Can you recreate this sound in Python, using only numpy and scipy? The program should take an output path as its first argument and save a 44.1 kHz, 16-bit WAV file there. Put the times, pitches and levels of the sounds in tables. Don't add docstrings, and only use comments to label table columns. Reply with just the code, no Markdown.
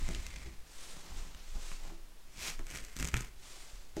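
import sys
import numpy as np
from scipy import signal
from scipy.fft import rfft, irfft
from scipy.io import wavfile
from scipy.ndimage import uniform_filter1d

SR = 44100
rng = np.random.default_rng(int(sys.argv[2]) if len(sys.argv) > 2 else 0)


def transcribe(u):
    v = np.clip(np.atleast_2d(u).T, -1, 1)
    q = np.round(v * 32767).astype(np.int16)
    wavfile.write(sys.argv[1], SR, q)


N = 176400
T = np.arange(N) / SR


def amp(db):
    return 10 ** (np.asarray(db) / 20)


def unit(x):
    return x / np.sqrt(np.mean(x ** 2) + 1e-20)


def read(points, hz):
    f, value = np.transpose(points)
    return np.interp(np.log(hz + 1), np.log(f + 1), value)


def level(rows, axis=1):
    c = np.transpose(rows)
    outside = np.maximum(c[0, 0] - T, 0) + np.maximum(T - c[0, -1], 0)
    return amp(np.interp(T, c[0], c[axis])) * np.exp(-outside / 0.041)


def add(mix, s, sound):
    part = mix[max(round(s * SR), 0):][:len(sound)]
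    part += sound[:len(part)]


def colour(x, points):
    size = 16384
    log_gain = np.log(amp(read(points, abs(np.fft.fftfreq(size, 1 / SR)))))
    taps = np.fft.ifft(np.exp(np.conj(signal.hilbert(log_gain)))).real[:size // 2]
    return signal.fftconvolve(x, taps)[:len(x)]


def wander(hz):
    return unit(irfft(rfft(rng.standard_normal(N)) / (1 + (np.fft.rfftfreq(N, 1 / SR) / hz) ** 4), N))


def fibres(per_s, spread_db, clump_db, clump_hz):
    size_db = spread_db * np.minimum(rng.exponential(1, N), 4)
    size_db += clump_db * np.clip(wander(clump_hz), -2, 2)
    return amp(size_db) * rng.choice([-1., 1.], N) * (rng.random(N) < per_s / SR)


def stroke(peak, rise, fall, db, flatness=2.2):
    width = np.where(T < peak, rise, fall)
    return amp(db) * np.exp(-0.75 * abs((T - peak) / width) ** flatness)


# (time [s], crackle level [dB], flexing level [dB])
LOOSEN_ENVELOPE = [(0.0, -53.5, -51.5), (0.064, -52.5, -55), (0.088, -51.5, -42), (0.304, -56, -67),
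                   (0.366, -52, -52.5), (0.442, -56, -58), (0.466, -55, -46), (0.6, -70, -71)]
RIP_ENVELOPE = [(2.332, -63.5, -64), (2.386, -53.5, -49), (2.408, -47.5, -54), (2.48, -39, -61),
                (2.568, -61.5, -80), (2.598, -63, -45), (2.64, -74, -64)]
TUG_ENVELOPE = [(2.666, -57, -71), (2.728, -46.5, -47), (2.762, -46, -46.5), (2.83, -54, -60),
                (2.934, -57, -79), (3.002, -45, -41.5), (3.078, -47, -52), (3.11, -55.5, -73),
                (3.132, -54.5, -67), (3.14, -49, -33.5), (3.156, -48, -39.5), (3.218, -47.5, -62),
                (3.33, -69, -88)]
# (frequency [Hz], level [dB])
LOOSEN_SPECTRUM = [(300, -8), (1000, -8), (1550, -8), (2050, 0.5), (3000, -6.5), (4200, -6.5), (7500, -8.5),
                   (11000, -21), (16000, -39)]
RIP_SPECTRUM = [(180,-13), (400,-9), (950,-9.5), (1800,-8), (2300,-1.5), (2900,-4.5), (3800,-7.5),
                (5500,-4), (7600,-8), (10500,-15.5), (13700,-19.5), (16000,-27)]
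TUG_SPECTRUM = [(180,-22), (400,-6.5), (900,-13.5), (1350,-8), (2200,-2.5), (3700,-11), (6500,-7.5),
                (8200,-9.5), (10500,-18.5), (13500,-19), (16000,-29)]
FLEX_SPECTRUM = [(30, -5.5), (60, 3.5), (120, 2), (190, -2.5), (300, -6), (400, -16), (550, -19),
                 (1000, -20), (3000, -50)]


def peeling():
    gentle = fibres(per_s=2200, spread_db=2.5, clump_db=2, clump_hz=70)
    loosening = pull(LOOSEN_ENVELOPE, LOOSEN_SPECTRUM, gentle, crackle_db=-1.5, flex_db=-1)
    fast = fibres(per_s=5700, spread_db=3.5, clump_db=0, clump_hz=199)
    rip = pull(RIP_ENVELOPE, RIP_SPECTRUM, fast, crackle_db=1, flex_db=-7)
    coarse = fibres(per_s=4200, spread_db=3, clump_db=2.5, clump_hz=142)
    tugs = pull(TUG_ENVELOPE, TUG_SPECTRUM, coarse, crackle_db=-2.5, flex_db=-1.5)
    return loosening + rip + tugs


def pull(envelope, spectrum, breaks, crackle_db, flex_db):
    jerks = fibres(per_s=640, spread_db=1.5, clump_db=3.5, clump_hz=41)
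    crackle = amp(crackle_db) * level(envelope) * unit(colour(breaks, spectrum))
    flexing = amp(flex_db) * level(envelope, axis=2) * unit(colour(jerks, FLEX_SPECTRUM))
    return crackle + flexing


# (time [s], crack [dB], thud [dB], ring [dB], ring pitch [Hz])
SNAPS = [(0.0882,-35.5,-38,-50,613),(0.113,-60,-53,-62,1950),(0.1477,-35.5,-62,-40,3020),(0.265,-36,-55,-45,2470),(0.3593,-44,-72,-49.5,2000),(1.3468,-47,-53,-51.5,2160),(1.7157,-52,-50.5,-47.5,1510),(2.483,-43,-49,-55,2250),(2.5013,-35,-60,-47,2350),(2.5922,-45.5,-55,-51,1400),(2.667,-41.5,-60,-52.5,2100),(2.7017,-39.5,-54,-52,2100),(2.711,-39.5,-51,-49,2100),(2.7479,-44,-49,-51,2000),(2.758,-37.5,-54,-43.5,2100),(2.7733,-38,-61,-50,2100),(2.7855,-43,-61,-45.5,2000),(2.8478,-39,-59,-62,2100),(2.9653,-34,-45.5,-45.5,1860),(2.988,-38,-50,-60,2100),(2.9971,-36,-49,-46,1850),(2.9989,-33,-42,-42.5,1870),(3.0068,-36,-48,-50,1770),(3.026,-29,-39,-36.5,1770),(3.045,-30,-39,-42,1900),(3.0512,-31.5,-56,-39.5,2050),(3.0734,-30,-53,-45,2000),(3.0859,-33,-45,-43.5,2020),(3.1408,-29,-34.5,-29,1680),(3.167,-31.5,-43.5,-37,1960),(3.1738,-35,-44,-43,2070),(3.2067,-32.5,-41,-47,1990),(3.9668,-41,-42,-62,1600)]
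# (frequency [Hz], level [dB])
CRACK_SPECTRUM = [(200,-18), (1500,-10.5), (3000,1), (4500,0.5), (6500,9.5), (8200,4), (10500,-7.5),
                  (14000,-4.5), (15200,-25), (16000,-37)]
RING_SPECTRUM = [(200,-18), (800,-14), (1300,-3.5), (2100,1), (2800,0.5), (3800,-3), (8000,-50),
                 (16000,-49)]
THUD_SPECTRUM = [(25, 3), (70, -4.5), (170, 1.5), (400, -9), (800, -19.5), (2000, -16), (8000, -77)]


def snaps(lag_s=0.0009, ring_peak_hz=2100):
    out = np.zeros(N)
    for start, crack_db, thud_db, ring_db, hz in SNAPS:
        tuned = np.array(RING_SPECTRUM) * [hz / ring_peak_hz, 1]
        crack = amp(crack_db - 6) * release(CRACK_SPECTRUM, chatter_gain=0.71)
        ring = amp(ring_db + 2.5) * release(tuned, chatter_gain=0.71, tail_gain=0.33)
        thud = amp(thud_db + 4) * release(THUD_SPECTRUM, chatter_gain=0.26)
        add(out, start + lag_s, crack + ring + thud)
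    return out


def release(spectrum, chatter_gain, tail_gain=0, chatter_s=0.0018, tail_s=0.045):
    t = np.arange(8000) / SR
    chatter, tail = rng.standard_normal((2, len(t))) * np.exp(-t / np.array([[chatter_s], [tail_s]]))
    force = (t == 0) + chatter_gain * chatter / np.linalg.norm(chatter)
    force += tail_gain * tail / np.linalg.norm(tail)
    burst = colour(force, spectrum)
    return np.sqrt(0.002 * SR) * burst / np.linalg.norm(burst[:400])


# (frequency [Hz], level at resonance [dB])
PANEL_MODES = [(1270, 0.5), (1440, 0.5), (1580, -9), (1690, -7.5), (1950, -1), (2090, 2), (2310, 3),
               (2670, -15), (7850, 2), (8200, 3)]


def panel(drive, t60_s=0.1):
    t = np.arange(SR // 2) / SR
    decay = np.log(1000) / t60_s
    ring = sum(amp(db) * np.cos(2 * np.pi * hz * t) for hz, db in PANEL_MODES) * np.exp(-decay * t)
    return drive + amp(-4.5) * signal.fftconvolve(drive, 2 * decay / SR * ring)[:N]


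# (peak time [s], rise [s], fall [s], level [dB], top of the hiss [Hz])
SLIDES = [(.05,0.23,0.28,-54,9200), (.85,0.14,0.18,-52,10600), (1.07,0.062,0.073,-57.5,7600),
          (1.2,0.12,0.12,-54,9100), (1.385,0.04,0.045,-58,6600), (1.52,0.12,0.35,-56,8700),
          (1.69,.1,0.09,-51.5,9700), (1.85,0.08,0.087,-58.5,9000), (3.49,0.08,0.31,-54.5,9900),
          (3.6,0.13,0.11,-58.5,10000), (3.976,0.017,0.058,-53.5,7800)]
# (frequency [Hz], level [dB])
SLIDE_SPECTRUM = [(100,-22), (350,-3), (900,-5), (2200,-3), (7800,-3), (13500,-8.5), (16000,-19.5)]


def sliding(shelf_db=-9.5, slow_dulling=0.18):
    contacts = fibres(per_s=20000, spread_db=0.9, clump_db=1.2, clump_hz=60)
    hz, t, hiss = signal.stft(unit(colour(contacts, SLIDE_SPECTRUM)), SR, nperseg=256)
    power = 0
    for peak, rise, fall, db, top_hz in SLIDES:
        speed = np.interp(t, T, stroke(peak, rise, fall, 0))
        corner_hz = top_hz * (1 - slow_dulling * (1 - speed))
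        shelf = shelf_db / (1 + (corner_hz / (hz[:, None] + 1)) ** 18)
        power += (speed * amp(db + shelf)) ** 2
    return signal.istft(hiss * np.sqrt(power), SR, nperseg=256)[1][:N]


# (peak time [s], rise [s], fall [s], level [dB])
RUBS = [(1.162,0.25,0.15,-56.5), (1.57,0.021,0.036,-55), (1.905,0.076,0.031,-54.5),
        (2.597,0.0065,0.023,-52.5)]
# (frequency [Hz], level [dB])
RUB_SPECTRUM = [(60,6), (140,5), (330,1), (500,-7), (750,-1), (1400,-8), (1800,-14.5), (8000,-35)]


def rubbing():
    slips = fibres(per_s=1200, spread_db=2, clump_db=2.5, clump_hz=50)
    return unit(colour(slips, RUB_SPECTRUM)) * sum(stroke(*row) for row in RUBS)


# (time [s], level [dB], attack time [s])
KNOCKS = [(0.088, -40.5, 0.0019), (0.457, -48.5, 0.0028), (1.906, -46.5, 0.007), (2.593, -48.5, 0.00097),
          (3.968, -30.5, 0.0007)]
# (frequency [Hz], level [dB], T60 [s])
TABLE_MODES = [(332.3, 1.5, 0.29), (398.7, 1, 0.17), (495, -9, 0.088), (590, -6.5, 0.13),
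               (658, -2.5, 0.065), (838, -9.5, 0.11), (1420, -18, 0.053)]


def knocks():
    out, t = np.zeros(N), np.arange(SR // 2) / SR
    for start, db, attack_s in KNOCKS:
        ring = sum(amp(mode_db - 60 * t / t60) * np.sin(2 * np.pi * (hz * t + rng.random()))
                   for hz, mode_db, t60 in TABLE_MODES)
        add(out, start, amp(db - 6.5) * (1 - np.exp(-t / attack_s)) * ring)
    return out


# (time [s], level [dB], frequency [Hz], T60 [s])
BUMPS = [(0.087,-41.5,176,0.15), (1.349,-39,57,0.09), (1.555,-31,34,0.12), (3.142,-30.5,63.4,0.091),
         (3.156,-30.5,123.3,0.18), (3.733,-38.5,33.8,0.33)]


def bumps():
    out, t = np.zeros(N), np.arange(SR // 3) / SR
    for start, db, hz, t60 in BUMPS:
        add(out, start, amp(db - 60 * t / t60) * np.sin(2 * np.pi * hz * t))
    return out


# (time [s], level [dB])
RUMBLE_ENVELOPE = [(0.0, -42.5), (0.19, -38.5), (0.26, -46.5), (0.48, -49.5), (0.6, -57), (1.07, -76),
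                   (1.11, -45.5), (1.46, -65), (1.57, -46), (1.69, -65), (2.28, -67), (2.43, -49),
                   (2.54, -77), (2.77, -49), (2.92, -61), (3.03, -36.5), (3.12, -50), (3.14, -37.5),
                   (3.42, -64), (3.71, -67), (3.94, -58), (4.0, -36)]
# (frequency [Hz], level [dB])
RUMBLE_SPECTRUM = [(8,-19), (25,4), (55,4), (80,-12.5), (120,-22), (200,-38), (500,-57), (2000,-59)]
# (peak time [s], rise [s], fall [s], level [dB])
WOBBLES = [(.05,0.049,0.068,-31.5), (1.19,0.055,0.075,-36.5), (1.6,0.13,0.35,-38), (2.6,0.07,0.084,-37)]


def rumble(sway_hz=20, sway_db=-49):
    shaking = colour(rng.standard_normal(N), RUMBLE_SPECTRUM)
    shaking /= np.sqrt(uniform_filter1d(shaking ** 2, size=3000) + 1e-12)
    phase = 2 * np.pi * sway_hz * T + 0.45 * wander(6.6)
    wobble = unit(np.sin(phase)) * sum(stroke(*row) for row in WOBBLES)
    sway = amp(sway_db) * wander(sway_hz)
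    return level(RUMBLE_ENVELOPE) * unit(shaking) + wobble + sway


# (frequency [Hz], T60 [s])
ROOM_T60 = [(100, 0.26), (400, 0.52), (2000, 0.26), (6000, 0.13), (14000, 0.12)]


def room(direct, echoes_per_s=3000, gap_s=0.005):
    echoes = rng.standard_normal(SR // 2) * (rng.random(SR // 2) < echoes_per_s / SR)
    hz, t, bands = signal.stft(echoes, SR, nperseg=256)
    decay = amp(-60 * t / read(ROOM_T60, hz)[:, None])
    tail = signal.istft(bands * decay, SR, nperseg=256)[1]
    tail *= np.arange(len(tail)) / SR > gap_s
    return signal.fftconvolve(direct, tail / np.linalg.norm(tail))[:N]


# (frequency [Hz], level [dB])
ROOM_SPECTRUM = [(30, -14.5), (60, -30.5), (120, -29.5), (200, -33), (600, -36.5), (1400, -39.5),
                 (4000, -42), (8000, -45), (16000, -50.5)]


def room_noise(db=-58.5):
    return amp(db) * unit(colour(rng.standard_normal(N), ROOM_SPECTRUM))


def scene():
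    direct = sliding() + panel(rubbing() + peeling() + snaps()) + knocks()
    return (direct + amp(-13.5) * room(direct) + bumps() + rumble() + room_noise())[None]


def record(dry):
    lowpass = signal.firwin(511, cutoff=15900, window=("kaiser", 9), fs=SR)
    return signal.oaconvolve(dry, lowpass[None], "same")


dry = scene()
out = record(dry)
transcribe(out)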